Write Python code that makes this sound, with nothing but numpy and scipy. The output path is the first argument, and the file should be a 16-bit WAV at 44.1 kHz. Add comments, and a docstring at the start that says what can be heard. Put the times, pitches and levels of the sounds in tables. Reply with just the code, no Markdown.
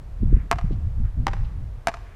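"""Two players knock a ball back and forth with hard wooden paddles on an open outdoor court.
Each stroke is a sharp crack and a short ring of the blade, thrown back by the ground and the walls around.
Gusts buffet the microphone over a faint wash of distant traffic."""
import sys
import numpy as np
from scipy import signal
from scipy.fft import rfft, irfft, next_fast_len
from scipy.io import wavfile
from scipy.ndimage import uniform_filter1d

SR = 44100
rng = np.random.default_rng(int(sys.argv[2]) if len(sys.argv) > 2 else 0)


def generate_wav(signal):
    """Clip the signal to [-1, 1] and save it as 16-bit WAV at the path in sys.argv[1]."""
    frames = np.transpose(np.atleast_2d(signal))
    scaled = np.clip(frames, -1, 1) * 32767
    pcm = np.round(scaled).astype(np.int16)
    wavfile.write(sys.argv[1], SR, pcm)


N = 94815

# strokes of the near player: (s, level dB, ring dB, blade pitch ratio, treble dB per octave, ground echo dB, near wall echo dB, far wall echo dB, court tail dB)
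NEAR_STROKES = [(0.5139, 0.5, 4, 1.005, -1, -6, -10.5, -19, -19.5), (1.8719, -4, 6.5, .985, 0.28, -1.5, -4.5, -18.5, -17)]
# strokes of the far player: same columns
FAR_STROKES = [(1.2687, 0, 0, 0.96, 0, -3.5, -8.5, -15.5, -13.5)]
# what each blade rings with: (Hz, dB, t60 s)
NEAR_BLADE = [(430, -30, .03), (692, -19, .048), (900, -26, .024), (1040, -22, .026), (1510, -27, .02), (2275, -28, .02), (4565, -48, .035), (5286, -42, .012), (6770, -49, .026)]  # fixed
FAR_BLADE = [(819, -15, 0.027), (948, -25, .018), (1830, -22.5, 0.011), (4320, -55, 0.0069), (5500, -36, 0.0086), (8900, -66, .008)]
# crack of the contact: (Hz, dB)
NEAR_CRACK = [(100, 9), (250, 18), (500, 19), (950, 23.5), (1600, 18), (2400, 14.5), (3300, 5.5), (5500, 4.5), (9500, -3.5), (12500, -10.5), (15000, -16.5), (17000, -27)]
FAR_CRACK = [(100, -13.5), (300, 14.5), (600, 18.5), (1000, 14.5), (1900, 12.5), (3300, 0.5), (5500, -1.5), (9500, -14), (12500, -21), (15000, -26), (17000, -39)]
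GROUND_EDGE_HZ, FAR_WALL_EDGE_HZ = 3150, 6300
# wind on the microphone: (s, level of the rumble dB, level of the flutter above it dB)
WIND = [(0.0, -36, -57), (0.02, -38, -59), (0.17, -39.5, -54), (0.23, -19, -23), (0.29, -17, -36), (0.33, -16, -24),
        (0.42, -26, -45), (0.48, -38, -52), (0.53, -25, -30), (0.6, -33, -53), (0.65, -17, -31), (0.68, -24, -44),
        (0.71, -19, -23), (0.78, -22, -48), (0.84, -23, -43), (0.93, -30, -54), (1.02, -21, -29), (1.05, -20, -41),
        (1.14, -32, -52), (1.18, -17, -34), (1.38, -26, -46), (1.41, -18, -35), (1.48, -26, -50), (1.63, -22, -47),
        (1.66, -31, -58), (1.76, -23, -45.5), (1.85, -40, -60), (1.87, -31, -38), (1.99, -35, -60), (2.15, -43, -52)]
RUMBLE = [(12, -13.5), (25, -1), (45, -1.5), (70, -6), (105, -10.5), (150, -24.5), (250, -47.5), (500, -82.5), (3000, -140)]
FLUTTER = [(60, -20.5), (120, 9.5), (170, 2.5), (250, -8), (350, -21), (500, -31), (800, -42.5), (3000, -120)]
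RUMBLE_DB, FLUTTER_DB, WIND_EVEN_S = 1, -2.5, 0.035
TRAFFIC = [(60, -18.5), (250, 2.5), (500, 3), (900, -1), (1600, -7.5), (3000, -15.5), (6000, -22), (10000, -26.5), (14500, -31), (16000, -56.5)]
TRAFFIC_DB = -55.5
# shoes scuffing the court: (s, length s, dB, centre Hz)
SCUFFS = [(0.383, .11, -56, 1600), (0.733, 0.019, -57, 3430), (1.065, 0.035, -55.5, 1480), (1.451, 0.014, -56.5, 2900), (2.13, 0.11, -60, 1840)]
CUTOFF_HZ = 16200  # fixed
TIME = np.arange(N) / SR
SIZE = next_fast_len(N)
FREQS = np.arange(SIZE // 2 + 1) * SR / SIZE
# the dense upper modes of a blade: (dB against the crack, t60 s, lower edge Hz)
UPPER_MODES = (-7.5, 0.017, 3400)
TAIL_LOW_EDGE_HZ = 455
# wind on the microphone: (s, level of the rumble dB)
GUSTS = [(0.0, -40.5), (0.02, -39), (0.2, -30), (0.23, -20), (0.3, -19.5), (0.35, -15.5), (0.4, -25), (0.48, -36.5),
         (0.54, -25), (0.6, -33), (0.64, -21), (0.83, -28), (0.85, -21), (0.93, -29), (1.04, -17), (1.13, -34),
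         (1.2, -19), (1.26, -33.5), (1.3, -23), (1.36, -28.5), (1.41, -19), (1.53, -35.5), (1.54, -28), (1.78, -34),
         (1.83, -43), (2.04, -36), (2.07, -40), (2.15, -43.5)]
# level of the flutter above the rumble: (s, dB)
FLUTTER_LEVEL = [(0.0, -45), (0.17, -54.5), (0.23, -20.5), (0.29, -30), (0.32, -22.5), (0.38, -29), (0.42, -42.5),
                 (0.46, -33.5), (0.48, -53), (0.51, -47.5), (0.57, -25), (0.6, -80), (0.65, -27), (0.68, -63),
                 (0.71, -17.5), (0.78, -37.5), (0.87, -33.5), (0.91, -66), (1.01, -25), (1.14, -59), (1.18, -25),
                 (1.39, -43.5), (1.41, -31), (1.46, -44), (1.63, -36), (1.65, -48), (1.84, -55), (1.87, -44.5),
                 (2.01, -75), (2.15, -49)]
# single eddies that thump the microphone: (s, peak dB, Hz)
BUFFETS = [(.233, -10, 135), (.262, -16, 85), (.329, -14, 180), (.346, -8, 42), (.368, -22, 170), (.646, -13, 80), (.710, -14, 175)]  # fixed
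# echo delays of each stroke, set by where the ball is met: (ground ms, near wall ms, far wall ms)
NEAR_DELAYS = [(4.55, 11.9, 71.6), (1.3, 11.7, 68.5)]  # fixed
FAR_DELAYS = [(.95, 11.3, 64.6)]  # fixed
# reflections after every stroke, the first being the near wall's echo bounced off the ground, the rest lesser
# reflectors round the court: delays (ms), and for each (dB, treble edge Hz)
REFLECTOR_DELAYS_MS = [14.8, 20.3, 45.2, 99.0]  # fixed
REFLECTORS = [(-10.5, 3000), (-31, 5600), (-24, 2500), (-23.5, 2500)]
FAR_WALL_FOOT_DB = 0.5
FAR_WALL_FOOT_S = .003  # fixed
# diffuse sound, from things close by and from the houses round the court
SCATTER_ONSET_S, SCATTER_RISE_S, TAIL_ONSET_S, TAIL_RISE_S = .011, .002, .02, .02  # fixed
SCATTER_DB, SCATTER_T60_S, SCATTER_EDGE_HZ = 1, 0.046, 2800   # level against the near wall echo
TAIL_T60_S, TAIL_EDGE_HZ = 0.91, 4600
MS = .001  # fixed
NEAR_WALL_DB = None
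NEAR_WALL_EDGE_HZ = 3100
FAR_WALL_LOW_EDGE_HZ = 170
GRIT_DB, GRIT_HZ = 2.5, 120
ECHO_RING_DB = -2   # the blade beams its ring, so the walls get less of it than of the crack
FAR_WALL_SCATTER_DB = 3
FAR_WALL_SCATTER_T60_S, FAR_WALL_SCATTER_RISE_S = .028, .001  # fixed


def from_db(db):
    """Decibels to gain."""
    return 10 ** (np.asarray(db) / 20)


def gain_curve(points):
    """Gain at every frequency from (Hz, dB) points."""
    hz, db = np.transpose(points)
    return from_db(np.interp(np.log(FREQS + 1), np.log(hz), db))


def noise(gain):
    """Coloured noise of rms 1."""
    x = irfft(rfft(rng.standard_normal(SIZE)) * gain, SIZE)[:N]
    return x / x.std()


def crack(points):
    """The shortest causal pulse with this spectrum."""
    cepstrum = irfft(np.log(gain_curve(points)), SIZE)
    cepstrum[1:SIZE // 2] *= 2
    cepstrum[SIZE // 2 + 1:] = 0
    return np.exp(rfft(cepstrum))


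def echo(delay_s, db, edge_hz):
    """Response of one reflection: later, weaker and duller."""
    return from_db(db) * np.exp(-2j * np.pi * FREQS * delay_s) / (1 + 1j * FREQS / edge_hz)


def scatter(rise_s, t60):
    """Response of countless small reflections that swell and die; energy 1."""
    x = rng.standard_normal(N) * (1 - np.exp(-TIME / abs(rise_s))) * from_db(-60 * TIME / t60)
    return rfft(x / np.sqrt(np.sum(x ** 2)), SIZE)


def court(near_ms, far_ms, near_db, far_db, tail_db):
    """Slaps from the near and far walls, scatter from things close by and the tail of the court."""
    face = 1 + echo(FAR_WALL_FOOT_S, FAR_WALL_FOOT_DB, FAR_WALL_EDGE_HZ) + from_db(FAR_WALL_SCATTER_DB) * scatter(FAR_WALL_SCATTER_RISE_S, FAR_WALL_SCATTER_T60_S)
    far = echo(far_ms * MS, far_db, FAR_WALL_EDGE_HZ) * face * high_pass(FAR_WALL_LOW_EDGE_HZ) / (1 + 1j * FREQS / FAR_WALL_EDGE_HZ)
    close = diffuse(SCATTER_ONSET_S, SCATTER_RISE_S, near_db + SCATTER_DB, SCATTER_T60_S, SCATTER_EDGE_HZ)
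    tail = diffuse(TAIL_ONSET_S, TAIL_RISE_S, tail_db, TAIL_T60_S, TAIL_EDGE_HZ) * high_pass(TAIL_LOW_EDGE_HZ) ** 2
    return echo(near_ms * MS, near_db, NEAR_WALL_EDGE_HZ) + far + close + tail


def paddle(strokes, delays, blade, contact, reflectors):
    """The ball cracks on the blade and sets its modes ringing; ground and walls throw the sound back."""
    out, pulse, t = np.zeros(N), crack(contact), TIME[:SR // 10]
    upper_db, upper_t60, upper_hz = UPPER_MODES
    for (s, db, ring_db, pitch, treble_db, ground_db, near_db, far_db, tail_db), (ground_ms, near_ms, far_ms) in zip(strokes, delays):
        modes = sum(from_db(level - 60 * t / t60) * np.sin(2 * np.pi * hz * pitch * t) for hz, level, t60 in blade)
        ring = -from_db(ring_db) * rfft(modes, SIZE)
        upper = from_db(upper_db) * scatter(0.00019, upper_t60) * high_pass(upper_hz) ** 2
        treble = from_db(treble_db * np.log2(1 + FREQS / 1000))  # fixed
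        snap = pulse * treble * (1 + upper)
        direct = (snap + ring) * (1 + echo(ground_ms * MS, ground_db, GROUND_EDGE_HZ))
        echoes = (snap + from_db(ECHO_RING_DB) * ring) * (reflectors + court(near_ms, far_ms, near_db, far_db, tail_db))
        start = int(s * SR)
        out[start:] += from_db(db) * irfft(direct + echoes, SIZE)[:N - start]
    return out


def eddies(spectrum):
    """Low turbulence with its chance swells evened out."""
    x = noise(gain_curve(spectrum))
    return x / np.sqrt(uniform_filter1d(uniform_filter1d(x ** 2, int(WIND_EVEN_S * SR)), int(WIND_EVEN_S * SR)) + 1e-9)


def wind():
    """Gusts rumble and flutter on the microphone; each single eddy is one swing of pressure."""
    rumble = from_db(RUMBLE_DB + np.interp(TIME, *np.transpose(GUSTS))) * eddies(RUMBLE)
    flutter = from_db(FLUTTER_DB + np.interp(TIME, *np.transpose(FLUTTER_LEVEL))) * eddies(FLUTTER)
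    thumps = 0
    for s, db, hz in BUFFETS:
        u = np.clip(2 * np.pi * hz * (s - TIME), -10, 10)
        thumps = thumps + from_db(db) * u * np.exp((1 - u ** 2) / 2)
    return rumble + flutter + thumps


def shoes():
    """Faint, gritty swells of sole friction."""
    grit = from_db(GRIT_DB * noise(np.exp(-FREQS / GRIT_HZ)))
    return grit * sum(from_db(db) * np.exp(-2 * np.minimum(((TIME - s) / length) ** 2, 20)) * noise(np.exp(-2 * np.log2((FREQS + 1) / hz) ** 2))
                      for s, length, db, hz in SCUFFS)


def high_pass(edge_hz):
    """Response that thins out the bass."""
    return 1j * FREQS / (edge_hz + 1j * FREQS)


def diffuse(onset_s, rise_s, db, t60, edge_hz):
    """A late, dull wash of reflections."""
    return echo(onset_s, db, edge_hz) * scatter(rise_s, t60)


def scene():
    """The rally, the wind and the town behind."""
    reflectors = sum(echo(ms * MS, db, hz) for ms, (db, hz) in zip(REFLECTOR_DELAYS_MS, REFLECTORS))
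    near = paddle(NEAR_STROKES, NEAR_DELAYS, NEAR_BLADE, NEAR_CRACK, reflectors)
    far = paddle(FAR_STROKES, FAR_DELAYS, FAR_BLADE, FAR_CRACK, reflectors)
    traffic = from_db(TRAFFIC_DB) * noise(gain_curve(TRAFFIC))
    return (near + far + wind() + shoes() + traffic)[None]


def record(dry):
    """The top is cut steeply."""
    return signal.sosfilt(signal.cheby2(12, 70, CUTOFF_HZ + 1000, fs=SR, output="sos"), dry)  # fixed


dry = scene()
out = record(dry)
generate_wav(out)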